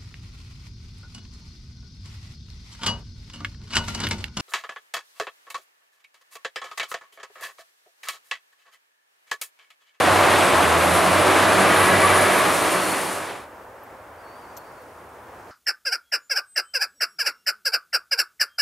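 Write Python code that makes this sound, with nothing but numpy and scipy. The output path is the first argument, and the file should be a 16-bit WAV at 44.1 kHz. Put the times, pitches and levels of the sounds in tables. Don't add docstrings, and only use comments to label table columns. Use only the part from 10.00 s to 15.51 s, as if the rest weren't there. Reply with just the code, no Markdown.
import sys
import numpy as np
from scipy import signal
from scipy.fft import rfft, irfft
from scipy.io import wavfile

SR = 44100
rng = np.random.default_rng(int(sys.argv[2]) if len(sys.argv) > 2 else 0)


def pcm_store(signal):
    levels = np.round(np.clip(np.atleast_2d(signal), -1, 1) * 32767)
    wavfile.write(sys.argv[1], SR, levels.astype(np.int16).T)


N = 242991
T = np.arange(N) / SR
HZ = np.fft.rfftfreq(N, 1 / SR)


def amp(db):
    return 10 ** (np.asarray(db) / 20)


def unit(x):
    return x / np.sqrt(np.mean(x ** 2) + 1e-20)


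def response(points):
    f, db = np.transpose(points)
    return amp(np.interp(np.log(HZ + 1), np.log(f + 1), db))


def ramp(start, length):
    return np.clip((T - start) / length, 0, 1)


def swell(start, length):
    along = ramp(start, length)
    return 2 * np.sqrt(along * (1 - along))


def bump(centre, length):
    return np.exp(-(2 * (T - centre) / length) ** 2)


def cycles_of(hz):
    return np.cumsum(hz) / SR


def wander(rate_hz):
    hz = HZ[HZ < 6000]
    real, imag = rng.standard_normal((len(hz), 2)).T
    return unit(irfft((real + 1j * imag) * np.exp(-(hz / rate_hz) ** 2), N))


def coloured_noise(spectrum):
    return unit(irfft(rfft(rng.standard_normal(N)) * response(spectrum), N))


def narrowband(hz, width_hz):
    angle = 2 * np.pi * cycles_of(np.full(N, hz))
    return unit(wander(width_hz) * np.cos(angle) + wander(width_hz) * np.sin(angle))


def surges(rows):
    return sum(amp(db) * bump(t, length) * narrowband(hz, width) for t, length, db, hz, width in rows)


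def scatter(mid, side_spectrum, decay_s):
    echoes = rfft(rng.standard_normal(N) * np.exp(-T / decay_s))
    side = irfft(rfft(mid) * np.exp(1j * np.angle(echoes)) * response(side_spectrum), N)
    return np.array([mid + side, mid - side])


# f/Hz, relative level/dB
AMBIENT_SPECTRUM = [(20, -36), (55, -7.5), (115, -2.5), (145, -10), (215, -7), (280, -4), (420, -1.5),
                    (500, 1.5), (680, 0), (950, 0.5), (1600, -6), (3000, -22), (4000, -27.5), (15500, -30)]

def ambience():
    wash = coloured_noise(AMBIENT_SPECTRUM) * amp(-43.5 + .5 * wander(4.9))
    drone = narrowband(81, width_hz=9) * amp(-68.5 + 8 * ramp(4.5, .74))
    return wash + drone


# f/Hz, relative level/dB
RUSTLE_SPECTRUM = [(2500, -25), (4500, -2), (6500, -5), (9000, -8), (15000, -22)]
# onset t/s, duration/s, level/dB
SOFT_HISSES = [(4.33, .75, -68), (5.28, .45, -66)]

def rustle(impulses_per_s=4000):
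    impulses = rng.standard_normal(N) * (rng.random(N) < impulses_per_s / SR)
    crackle = unit(irfft(rfft(impulses) * response(RUSTLE_SPECTRUM), N))
    return crackle * sum(amp(db) * swell(t, length) for t, length, db in SOFT_HISSES)


# onset t/s, duration/s, start f/Hz, end f/Hz, mid-glide arch/Hz, level/dB
WHISTLE_NOTES = [(4.18, .05, 4550, 4950, 30, -67.5), (4.222, .19, 4430, 4790, -110, -62.5),
                 (4.35, .07, 9450, 8920, -90, -65), (4.36, .06, 3450, 3020, 0, -70),
                 (4.405, .065, 4790, 4280, 40, -65), (4.495, .03, 8500, 5400, 700, -71),
                 (4.475, .065, 4660, 4930, -110, -66.5), (4.55, .08, 4500, 4270, 40, -65),
                 (4.635, .075, 4470, 4470, 130, -66.5), (4.745, .085, 4400, 4350, 55, -69)]

def whistle(jitter=.003):
    notes = np.zeros(N)
    for t, length, start_hz, end_hz, arch_hz, db in WHISTLE_NOTES:
        envelope = swell(t, length)
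        hz = start_hz + (end_hz - start_hz) * ramp(t, length) + arch_hz * envelope ** 2
        cycles = cycles_of(hz * (1 + jitter * wander(120)))
        notes += envelope * amp(db) * unit(np.sin(2 * np.pi * cycles))
    return notes + amp(-71) * swell(4.35, .95) * narrowband(9500, width_hz=450)


# t/s, crack level/dB, ring level/dB, crack decay time/s
FRACTURES = [(3.583, -66, -76, 0.0044), (3.832, -72, -54, .004), (4.568, -38, -52, .0012),
             (4.572, -41, -47, 0.0055), (4.58, -55, -56, .004), (4.718, -66, -66, .004),
             (4.815, -63, -62, .004), (4.831, -60, -70, .005), (4.982, -63, -76, .005),
             (5.093, -59, -72, .003), (5.146, -61, -74, .003)]
# f/Hz, relative level/dB
CRACK_SPECTRUM = [(1500, -16), (2700, -5), (4800, -5), (6500, 2), (9000, -9), (15000, -14)]

def twig(ring_rise_s=.0037):
    crack = coloured_noise(CRACK_SPECTRUM)
    ring = narrowband(13100, width_hz=800)
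    out = np.zeros(N)
    for t, crack_db, ring_db, decay_s in FRACTURES:
        out += amp(crack_db) * crack * (T >= t) * np.exp(-abs(T - t) / decay_s)
        age = np.maximum(T - t, 0) / ring_rise_s
        out += amp(ring_db) * ring * age * np.exp(1 - age)
    return out


# f/Hz, side minus mid level/dB
WOOD_SIDE = [(100, -32), (200, -20), (380, -21), (700, -13), (1300, -8), (4400, -5.5), (15000, -16)]

def quiet_wood():
    distant = scatter(ambience() + whistle() + rustle(), WOOD_SIDE, decay_s=.08)
    return distant + scatter(twig(), WOOD_SIDE, decay_s=.003)


GOVERNED_HZ = 94.5

def firing_rate(load_at_s=.36, sag_hz=16, recover_s=.96, settle_s=.7):
    since = np.maximum(T - load_at_s, 0)
    return GOVERNED_HZ - sag_hz * np.sin(np.pi * since / recover_s) * np.exp(-(since / settle_s) ** 2)


# multiple of the firing rate, relative level/dB
MESH_TONES = [(17.7, 1.5), (20.85, 0.5), (24.4, -3)]

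def gear_rasp():
    firing_hz = firing_rate()
    rasp = np.zeros(N)
    for order, db in MESH_TONES:
        core = narrowband(order * firing_hz, width_hz=18)
        rattle = narrowband(order * firing_hz, width_hz=140)
        rasp += amp(db) * (core + amp(-1) * rattle)
    driven = amp(-68) + amp(-33.5) * ramp(1.22, .72)
    braked = ramp(2.2, .3)
    return rasp * ((1 - braked) * driven + braked * amp(-42.5))


TURBO_REST_HZ, SPOOL_AT_S, SPOOL_S, RUN_DOWN_AT_S = 8650, .61, .92, 3.04

def turbo_pitch(coast_at_s=1.57, coast_s=1.0, run_down_hz_per_s=2100):
    spool_hz = 1398 * np.sin(np.pi / 2 * ramp(SPOOL_AT_S, SPOOL_S))
    coast_hz = 680 * (1 - np.exp(-np.maximum(T - coast_at_s, 0) / coast_s))
    run_down_hz = run_down_hz_per_s * np.maximum(T - RUN_DOWN_AT_S, 0)
    return TURBO_REST_HZ + spool_hz - coast_hz - run_down_hz


# t/s, level/dB
TURBO_ENVELOPE = [(.2, -52), (.45, -39), (.62, -46.5), (.8, -45), (1.2, -39), (1.43, -50), (1.62, -38.5),
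                  (2.08, -36.5), (2.35, -39.5), (2.62, -40), (2.85, -33.5), (2.97, -33), (3.13, -36),
                  (3.22, -45), (3.35, -58)]

def turbo():
    hz = turbo_pitch() * (1 + .0015 * wander(12))
    flutter = 1 + .55 * wander(28) + .3 * wander(7)
    cycles = cycles_of(hz * (1 + .003 * wander(90)))
    core_db = -4 * (1 - ramp(SPOOL_AT_S, SPOOL_S))
    core = amp(core_db) * unit(flutter * np.sin(2 * np.pi * cycles))
    skirt = amp(-2) * narrowband(hz, width_hz=130)
    return amp(np.interp(T, *np.transpose(TURBO_ENVELOPE))) * (core + skirt)


# f/Hz, relative level/dB
HISS_SPECTRUM = [(3240, -16), (5500, -6.5), (7070, -4), (9960, -1), (11500, -5), (15500, -24)]
SPILL_SPECTRUM = [(3240, -14), (5000, -6), (7000, -4.5), (10000, -1), (11700, -5), (15500, -21)]
# peak t/s, duration/s, level/dB, centre f/Hz, width/Hz
VALVE_SPURTS = [(.47, .16, -43, 10450, 250), (.49, .2, -40, 8100, 400), (.85, .08, -35, 11100, 1300),
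                (.96, 0.15, -33.5, 10700, 1100), (1.5, .35, -49, 7550, 350),
                (1.82, 0.18, -29.5, 10100, 1900), (2.2, .55, -36.5, 10200, 1800),
                (2.38, .04, -30, 11000, 1400)]

def hydraulics(firings, flutter_db=.78):
    hiss = coloured_noise(HISS_SPECTRUM) * amp(-32)
    spilling = ramp(1.84, 1.2) * (1 - ramp(RUN_DOWN_AT_S, .51))
    spill = coloured_noise(SPILL_SPECTRUM) * amp(-25.5) * spilling
    ripple = 1 + .05 * np.cos(2 * np.pi * firings)
    return (hiss + spill + surges(VALVE_SPURTS)) * ripple * amp(flutter_db * wander(17))


# multiple of the firing rate, relative level/dB, change as the load eases/dB
ENGINE_ORDERS = [(1, -1, -9), (2, -3, 1.5), (3.36, -6, 2.5), (4, -2, 3.5), (6, -5, 5), (6.5, -3.5, 2),
                 (7, -8, -2), (12.15, -13, 2)]
# centre t/s, duration/s, level change/dB
THROB_DIPS = [(0, 0.1, -12), (.272, 0.044, -20), (.5, 0.084, -12), (1.04, .11, -11), (1.37, .04, -6),
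              (1.7, .14, -5), (1.87, .05, -7), (2.35, 0.054, -6)]
# onset t/s, duration/s, order, level change/dB
PULL_SWELLS = [(.85, 0.27, 2, 7.5), (1.22, 0.19, 4, 8.5), (1.53, 0.11, 2, 6), (1.8, 0.25, 2, 3.5),
               (2.08, 0.27, 4, 7.5), (2.7, .18, 4, 2.5)]

def exhaust(firings, growl_db_per_khz=3.6):
    eased = ramp(2.2, .23)
    throb_db = -32.5 + sum(db * bump(t, length) for t, length, db in THROB_DIPS)
    growl_db = -38.5 + growl_db_per_khz * (turbo_pitch() - TURBO_REST_HZ) / 1000
    out = np.zeros(N)
    for order, db, eased_db in ENGINE_ORDERS:
        base_db, waver_depth, jitter_rad = (throb_db, .25, .25) if order == 1 else (growl_db, .45, .3)
        waver = 1 + waver_depth * wander(15)
        jitter = jitter_rad * wander(16)
        tone = unit(waver * np.sin(2 * np.pi * (order * firings + rng.random()) + jitter))
        swell_db = sum(rise * swell(t, length) for t, length, k, rise in PULL_SWELLS if k == order)
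        out += amp(base_db + db + eased_db * eased + swell_db) * tone
    return out


# f/Hz, relative level/dB
ROAR_SPECTRUM = [(20, -53), (35, -47), (55, -25), (85, -14), (150, -8), (240, -8), (320, -1), (430, -3.5),
                 (510, -1.5), (620, 1), (740, 0), (820, -1.5), (950, -1), (1130, 0.1), (1500, -5),
                 (2500, -20), (5000, -43.5)]
CLATTER_SPECTRUM = [(900, -26), (1600, -0.5), (2200, -1.5), (3000, -6), (4200, -10.5), (5800, -19),
                    (8000, -24.5), (12000, -44)]
# peak t/s, duration/s, level/dB, centre f/Hz, width/Hz
ROAR_RESONANCES = [(.05, 0.4, -29.5, 730, 50), (.55, 0.69, -30, 848, 55), (1.22, .4, -31, 600, 25),
                   (2.05, .13, -27, 1150, 14), (2.075, .03, -28, 3000, 700), (2.29, 0.15, -25.5, 595, 29),
                   (2.9, .7, -32, 299, 39), (2.8, .4, -37, 2750, 120), (2.92, .5, -37, 4380, 150)]

def roar(firings, lag_s=.13, flutter_db=.48):
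    sag_hz = GOVERNED_HZ - np.interp(T - lag_s, T, firing_rate())
    turned_db = -.9 * ramp(1.76, .5)
    fuelling_db = 1.3 * swell(.22, .22)
    flow = coloured_noise(ROAR_SPECTRUM) * amp(-17 - .12 * sag_hz + turned_db)
    clatter = coloured_noise(CLATTER_SPECTRUM) * amp(-23.5 - .14 * sag_hz + fuelling_db)
    ripple = 1 + .06 * np.cos(2 * np.pi * firings)
    return (flow + clatter + surges(ROAR_RESONANCES)) * ripple * amp(flutter_db * wander(17))


# f/Hz, side minus mid level/dB
CLEARING_SIDE = [(30, -12), (85, -19), (200, -12.5), (700, -10.5), (1300, -11.5), (2400, -15.5),
                 (4400, -13), (8000, -11.5), (10000, -72)]
# f/Hz, left minus right level/dB
BALANCE = [(60, -3), (200, -3.5), (380, -1.5), (700, -1), (1300, 0.4), (4400, 1.1), (8000, 0.65),
           (15000, -1)]

def feller():
    firings = cycles_of(firing_rate() * (1 + .002 * wander(8)))
    sound = exhaust(firings) + roar(firings) + hydraulics(firings) + gear_rasp() + turbo()
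    pair = scatter(sound, CLEARING_SIDE, decay_s=.1)
    left_gain = np.sqrt(response(BALANCE))
    return irfft(rfft(pair) * np.array([left_gain, 1 / left_gain]), N)


def scene(fade_start_s=2.17, fade_end_s=3.493):
    faded = ramp(fade_start_s, fade_end_s - fade_start_s)
    return (1 - faded) * feller() + faded * quiet_wood()


def record(dry, cutoff_hz=15750):
    low_pass = signal.firwin(511, cutoff_hz, window=("kaiser", 9), fs=SR)
    return signal.oaconvolve(dry, low_pass[None], "same")


dry = scene()
out = record(dry)
pcm_store(out)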